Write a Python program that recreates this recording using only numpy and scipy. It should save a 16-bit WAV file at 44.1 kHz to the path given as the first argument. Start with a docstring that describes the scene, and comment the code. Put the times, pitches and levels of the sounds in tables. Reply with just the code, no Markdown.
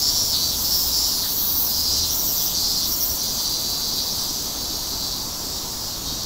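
"""Near cicadas in park trees swing between a low and a shrill note while a walker carries a mono
microphone past them and away: paired membrane clicks ring the resonances of a moving body.
Another kind throbs eleven times a second, with low and shrill bursts in alternation.
A shoe scuffs the path in a puff of filtered noise, a far chorus blurs into a patchy hiss,
and town traffic rumbles underneath as low noise with low hums that waver and fade in and out."""
import sys
import numpy as np
from scipy import signal
from scipy.fft import rfft, irfft
from scipy.io import wavfile
from scipy.ndimage import uniform_filter1d

SR = 44100
rng = np.random.default_rng(int(sys.argv[2]) if len(sys.argv) > 2 else 0)


def pcm_store(signal):
    """Save signal as 16-bit PCM."""
    levels = np.round(np.clip(np.atleast_2d(signal), -1, 1) * 32767)
    wavfile.write(sys.argv[1], SR, levels.astype(np.int16).T)


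def undo_db(level):
    """Turn decibels back into plain size, where 20 dB means ten times bigger."""
    steps = np.asarray(level, float) / 20
    return 10 ** steps


N = 275912
EDGE_HZ = 15730  # highest frequency that record() keeps, in Hz

# When the second membrane clicks. One value a swinging singer: share of the click pair;
# the throbbing singer borrows the first.
SECOND_MEMBRANE = [.514, .504, .514, .504]


def near_singers():
    """Swinging singers, each with its own song of low notes, shrill notes and drones."""
    # Low notes, abdomen lowered, one list a singer. Each row: start in seconds, length in seconds,
    # effort in dB, body pitch factor at the start, the same at the end (before arch and sag).
    low_notes = [
        [(-.05, 0.37, -20.5, 0.97, 1.034), (.9, 0.3, -27.5, 0.99, .92), (1.67, 0.35, -26.5, 0.93, 0.91),
         (2.38, .1, -35, 0.65, 0.82), (2.62, 0.18, -27.5, 0.92, 0.93)],
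        [(.32, .18, -27, 0.78, .9), (.63, 0.246, -26.5, 1, 0.99), (.92, 0.311, -26, 1.03, 0.923),
         (1.83, 0.27, -29, .93, 0.944), (2.52, .32, -26, 0.91, 0.93)],
        [],
        [(5.4, 0.52, -35.5, .96, 0.97), (6.04, .3, -35.5, .8, .9)],
    ]
    # Shrill notes, abdomen lifted, one list a singer. Each row: start in seconds, length in seconds,
    # effort in dB at the middle.
    shrill_notes = [
        [(.55, 0.39, -28.5), (1.25, 0.42, -26), (2.1, .4, -29)],
        [(1.24, 0.63, -26), (2.08, .46, -26.5), (2.82, 0.38, -26)],
        [(-.1, .44, -33.5), (.87, .31, -37)],
        [],
    ]
    # Long low drones that close a song, one list a singer. Each row: start in seconds,
    # length in seconds, effort in dB, fade in dB per second, body pitch factor.
    closing_drones = [
        [],
        [(3.187, 2.28, -26, 3.5, 0.902)],
        [(1.2, .55, -31, 8, .86)],
        [],
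    ]
    # Pace of the membranes, one list a singer, silent outside its span.
    # Each row: time in seconds, click pairs per second.
    click_pace = [
        [(0, 148.7), (.1, 150.9), (.31, 154), (.42, 154.8), (.8, 153), (1.65, 152.6), (2.1, 151.4),
         (2.9, 151.5)],
        [(.3, 165), (.66, 169.7), (.95, 175.2), (1.15, 177.6), (1.42, 177.8), (1.7, 176.3), (2.4, 177.2),
         (2.8, 175.9), (3.14, 171.9), (3.26, 167.5), (3.46, 153.5), (3.6, 148), (5.3, 140)],
        [(0, 151), (.3, 151), (1.3, 147), (1.75, 133.5)],
        [(5.35, 152), (5.6, 155), (6.08, 158.3), (6.26, 159.2)],
    ]
    songs = zip(low_notes, shrill_notes, closing_drones, click_pace, SECOND_MEMBRANE)
    return sum(singer(*song) for song in songs)


def singer(lows, shrills, drones, clicking, lag):
    """Clicks ring the body; lifting the abdomen moves the sound from low to shrill resonances."""
    # Body resonances in the two postures. 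Each row: centre in Hz, width in Hz, relative level in dB.
    lowered_body = [(3850, 450, -14), (4450, 500, -5), (5200, 650, 0), (7000, 800, -13), (9800, 900, -22)]
    lifted_body = [(4400, 900, -20), (11800, 1200, -9), (12900, 1600, -3), (14200, 1800, 0),
                   (15600, 1800, -.5)]
    low_size, shrill_size, pitch = posture(lows, shrills, drones)
    pairs_hz = curve(clicking)[0]
    # clicking loses its beat once slowed under this share of its top rate
    falter_at, falter_span = .865, .033
    unsteady = np.clip((falter_at - pairs_hz / pairs_hz.max()) / falter_span, 0, 1)
    heard = slice(round(clicking[0][0] * SR), round(clicking[-1][0] * SR))
    clicks = tymbals(pairs_hz, second=.55, lag=lag, jitter=.0004 + .09 * unsteady, rough=.12)
    low_clicks = ribs(clicks, sweep_s=.024)[heard]
    low = evened(moving_body(low_clicks, lowered_body, pitch[heard]))
    shrill = evened(body(ribs(clicks, sweep_s=.009), lifted_body))[heard]
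    voice = np.zeros(N)
    voice[heard] = low_size[heard] * low + shrill_size[heard] * shrill
    flutter_db = 2.0 * slow(size=1500)  # effort wavers within a note
    return trees(voice * undo_db(flutter_db), wet_db=-6, t60=.07)


def posture(lows, shrills, drones):
    """Strength of the low and the shrill voice and the body pitch, built note by note."""
    low_attack_s, low_release_s, drone_release_s = 0.031, 0.037, .2
    low_swell_db = -0.5  # negative: a low note starts 0.5 dB up and ends 0.5 dB down
    tail_db_per_s, tail_s = 105, 0.075  # after its end a low note dies away
    # body pitch arches up within a low note and drops in its tail (added to the factor)
    rise, sag_depth, sag_s = 0.038, .14, 0.032
    shrill_attack_s, shrill_release_s = 0.063, .06
    shrill_arch_db = 2.5  # a shrill note is loudest in its middle
    shrill_leak_db = -25  # shrill resonances still heard under the low voice

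    t = np.arange(N) / SR
    low, shrill, pitch = np.zeros(N), np.zeros(N), np.ones(N)
    for s, length, db, first, last in lows:
        done = np.clip((t - s) / length, 0, 1)
        after = np.maximum(t - s - length, 0)
        effort_db = db + low_swell_db * (2 * done - 1) - tail_db_per_s * after
        low += undo_db(effort_db) * held(t - s, length + tail_s, low_attack_s, low_release_s)
        arch = rise * np.sin(np.pi * done)
        sag = sag_depth * np.clip(after / sag_s, 0, 1)
        pitch = np.where(t >= s, first + (last - first) * done + arch - sag, pitch)
    for s, length, db, fade_db, factor in drones:
        fading = undo_db(db - fade_db * np.abs(t - s))
        low += fading * held(t - s, length, low_attack_s, drone_release_s)
        pitch = np.where(t >= s, factor, pitch)
    for s, length, db in shrills:
        arch = np.sin(np.pi * np.clip((t - s) / length, 0, 1)) - 1
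        effort = undo_db(db + shrill_arch_db * arch)
        shrill += effort * held(t - s, length, shrill_attack_s, shrill_release_s)
    return low, shrill + undo_db(shrill_leak_db) * low, pitch


def held(since, length, attack_s, release_s):
    """Straight attack, hold, straight release."""
    return np.clip(since / attack_s, 0, 1) * np.clip((length - since) / release_s, 0, 1)


def tymbals(pairs_hz, second, lag, jitter, rough):
    """Left and right membranes click in turn; the second is weaker and a little off the middle."""
    turns = np.cumsum(pairs_hz * (1 + jitter * slow(size=900))) / SR
    out = np.zeros(N + 16)
    for size, shift in ((1, 0), (second, lag)):
        count = np.arange(1, int(turns[-1]))
        scatter = 0.16 * rng.standard_normal(2000)[:len(count)]  # in samples
        at = np.interp(count + shift, turns, np.arange(N)) + scatter + 1
        # windowed sinc places each click between samples
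        near = at.astype(int)[:, None] + np.arange(-8, 9)
        offset = near - at[:, None]
        click = np.sinc(offset) * np.cos(offset * np.pi / 18) ** 2
        strength = 1 + rough * rng.standard_normal(2000)[:len(at), None]
        np.add.at(out, near + 7, size * click * strength)
    return evened(out[7:N + 7])


def ribs(x, sweep_s):
    """A membrane's ribs buckle one after another: each click sweeps up, sweep_s late at EDGE_HZ."""
    hz = np.fft.rfftfreq(N, 1 / SR)
    return irfft(rfft(x) * np.exp(-1j * np.pi * sweep_s * hz ** 2 / EDGE_HZ), N)


def moving_body(x, modes, pitch):
    """Steep resonances that slide with the pitch factor: shift down, smooth twice, shift back."""
    out = np.zeros(len(x))
    for k, (mode_hz, width_hz, db) in enumerate(modes):
        turn = np.exp(2j * np.pi * mode_hz * np.cumsum(pitch) / SR)
        r = np.exp(-np.pi * width_hz / SR)
        smooth = signal.lfilter([(1 - r) ** 2], [1, -2 * r, r * r], x / turn + 1e-18)
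        out += (-1) ** k * undo_db(db) * (turn * smooth).real
    return out


def body(x, modes):
    """Sum of steep resonances with neighbours in opposite phase."""
    hz, gain = np.fft.rfftfreq(N, 1 / SR), 0
    for k, (mode_hz, width_hz, db) in enumerate(modes):
        gain = gain + (-1) ** k * undo_db(db) / (1 + 2j * (hz - mode_hz) / width_hz) ** 2
    return irfft(rfft(x) * gain, N)


def trees(x, wet_db, t60):
    """Scattering off trunks, leaves and ground; three tails take turns as the listener walks."""
    out, t = x.copy(), np.arange(N) / SR
    for k in range(3):
        decay = undo_db(-60 * np.arange(8000) / SR / t60)
        taps = rng.standard_normal(8000) * (rng.random(8000) < .05) * decay
        share = np.sqrt(2 / 3) * np.cos(np.pi * (1.8 * t + k / 3))  # the three powers sum to 1
        out += undo_db(wet_db) * signal.oaconvolve(x * share, taps / np.linalg.norm(taps))[:N]
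    return out / np.sqrt(1 + undo_db(2 * wet_db))


def evened(x):
    """Scale to rms 1."""
    return x / np.sqrt(np.mean(x ** 2) + 1e-20)


def curve(rows):
    """Straight lines between the rows of a table, one signal for each column after the time."""
    s, *columns = np.transpose(rows)
    return [np.interp(np.arange(N) / SR, s, c) for c in columns]


def slow(size):
    """Smooth random wander of rms 1."""
    return evened(uniform_filter1d(uniform_filter1d(rng.standard_normal(N), size), size))


def throbber():
    """The abdomen pumps: low and shrill bursts alternate and each low burst sags in pitch."""
    # Pumping. Each row: time in seconds, throbs so far; whole numbers fall on the low note.
    throb_count = [(0, -.47), (2.27, 24.7), (4, 43.76), (6.26, 68.1)]
    # Each row: time in seconds, effort in dB.
    throb_effort = [(0, -33), (.6, -32), (1.1, -31.5), (1.6, -31), (1.9, -29), (2.25, -24.5), (2.8, -28.5),
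                    (3.4, -28.5), (3.8, -33), (4.3, -33), (4.8, -40), (6.26, -45)]
    # Body resonances in the two postures. Each row: centre in Hz, width in Hz, relative level in dB.
    lowered_body = [(5500, 450, -.5), (5850, 550, 0), (6300, 600, -12)]
    lifted_body = [(7180, 2100, -16.5), (13750, 1700, -14.5), (15700, 1800, -21.5)]
    # Membrane pace with the abdomen lowered, then lifted: click pairs per second.
    posture_pairs_hz = 155.8, 159.3
    turn = 2 * np.pi * curve(throb_count)[0]
    low = np.clip(.5 + 1.58 * (np.cos(turn) - .1), 0, 1)
    high = np.clip(.5 - 1.2 * (np.cos(turn) + 0.11), 0, 1)
    pairs_hz = posture_pairs_hz[0] * low + posture_pairs_hz[1] * (1 - low)
    clicks = tymbals(pairs_hz, second=.4, lag=SECOND_MEMBRANE[0], jitter=.001, rough=.2)
    pitch = 1 - .018 * np.sin(turn)
    lowered = moving_body(ribs(clicks, sweep_s=.02), lowered_body, pitch)
    lifted = body(ribs(clicks, sweep_s=.008), lifted_body)
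    voice = (low * lowered + high * lifted) / lowered.std()
    return trees(undo_db(curve(throb_effort)[0]) * voice, wet_db=-8, t60=.05)


def scuffs():
    """A shoe on the path: a short puff of grit noise."""
    # Each row: start in seconds, peak level in dB, centre in Hz.
    shoe_scuffs = [(1.23, -41.5, 1710)]
    out, t = np.zeros(N), np.arange(N) / SR
    for s, db, hz in shoe_scuffs:
        puff = np.clip((t - s) / 0.013, 0, 1) * np.exp(-np.clip(t - s - .015, 0, 9) / 0.044)
        grit = evened(body(rng.standard_normal(N), [(hz, 700, 0)]))
        out += undo_db(db) * puff * grit
    return out


def chorus():
    """Countless far singers merge into a patchy hiss."""
    # Colour of the hiss. Each row: frequency in Hz, relative density in dB per Hz.
    chorus_spectrum = [(1290, -35), (2200, -33), (3110, -14.5), (3370, -11), (4380, -3), (4800, -1.5),
                       (5250, -6), (5430, -0.5), (8120, -11.5), (9250, -25), (10700, -14.5), (12100, -15),
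                       (13700, -12), (15600, -11.5)]
    # Each row: time in seconds, level in dB before tilt and patches, tilt (boost above 9 kHz) in dB.
    chorus_motion = [(0, -25, 2), (.55, -25.5, 4), (1, -25.5, 4.5), (1.5, -28.5, 7.5), (2, -25.5, 1.5),
                     (3, -27, 4), (4, -28, 2.5), (5, -29, 1.5), (6.26, -29.5, 0)]
    level_db, tilt_db = curve(chorus_motion)
    scale = hiss(chorus_spectrum, patchy_db=0.0).std()
    return undo_db(level_db) * hiss(chorus_spectrum, patchy_db=1.5, tilt_db=tilt_db) / scale


def hiss(spectrum, patchy_db, tilt_db=0):
    """Noise from random short-time spectra, with smooth patches in time and frequency."""
    frames, hz = N // 256 + 5, np.fft.rfftfreq(1024, 1 / SR)
    a, b, patches = rng.standard_normal((frames, 513, 3)).T
    patches = uniform_filter1d(patches, size=12, axis=0)  # across frequency
    patches = evened(uniform_filter1d(patches, size=14, axis=1))  # across time
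    f, db = np.transpose(spectrum)
    field = np.interp(np.log(hz + 1), np.log(f + 1), db)[:, None] + patchy_db * patches
    tilt = np.interp(np.arange(frames) * 256 - 256, np.arange(N), tilt_db * np.ones(N))
    field = field + (hz > 9000)[:, None] * tilt
    return signal.istft((a + 1j * b) * undo_db(field), nperseg=1024, noverlap=768)[1][:N]


def town():
    """Traffic: a broad rumble with low hums that waver and fade in and out within it."""
    # Colour of the rumble. Each row: frequency in Hz, relative density in dB per Hz.
    rumble_spectrum = [(12, -37), (20, 5), (71, -2), (128, -6), (294, -5), (376, -10.5), (600, -12),
                       (998, -10.5), (1920, -24.5), (2350, -25.5), (2600, -25), (3380, -33), (5720, -120)]
    # Each row: start in seconds, length in seconds, pitch in Hz before waver, level in dB before fades.
    low_hums = [(0, 0.46, 101.8, -43), (0, 0.24, 33.8, -44), (0.334, 1, 64.1, -42.5),
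                (1.451, 0.16, 74.4, -42.5), (1.727, 0.47, 81.7, -38), (2.28, 0.32, 169.3, -45),
                (2.504, 1, 37.4, -46), (2.893, 0.29, 59.5, -43), (5.41, .75, 52, -45)]
    rumble_db = -35.5
    out = undo_db(rumble_db) * evened(hiss(rumble_spectrum, patchy_db=0.63))
    waver = 1 + 0.026 * slow(size=6000)
    for s, length, hz, db in low_hums:
        part = out[round(s * SR):][:round(length * SR)]  # a view: adding to it adds to out
        turns = hz * np.cumsum(waver[round(s * SR):][:len(part)]) / SR
        fades = signal.windows.tukey(len(part), .5)
        part += np.sqrt(2) * undo_db(db) * fades * np.sin(2 * np.pi * turns)
    return out


def scene():
    """All sources reach one microphone, heard alike on both channels."""
    mono = near_singers() + throbber() + scuffs() + chorus() + town()
    return np.array([mono, mono])


def roll_off(x):
    """The treble ends steeply here."""
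    return signal.sosfilt(signal.butter(12, 16750, fs=SR, output="sos"), x)


def record(dry):
    """A steep low-pass limits the band at EDGE_HZ."""
    edge = signal.firwin(1023, EDGE_HZ, window=("kaiser", 9), fs=SR)
    limited = signal.oaconvolve(dry, edge[None], "same")
    return roll_off(limited)


dry = scene()
out = record(dry)
pcm_store(out)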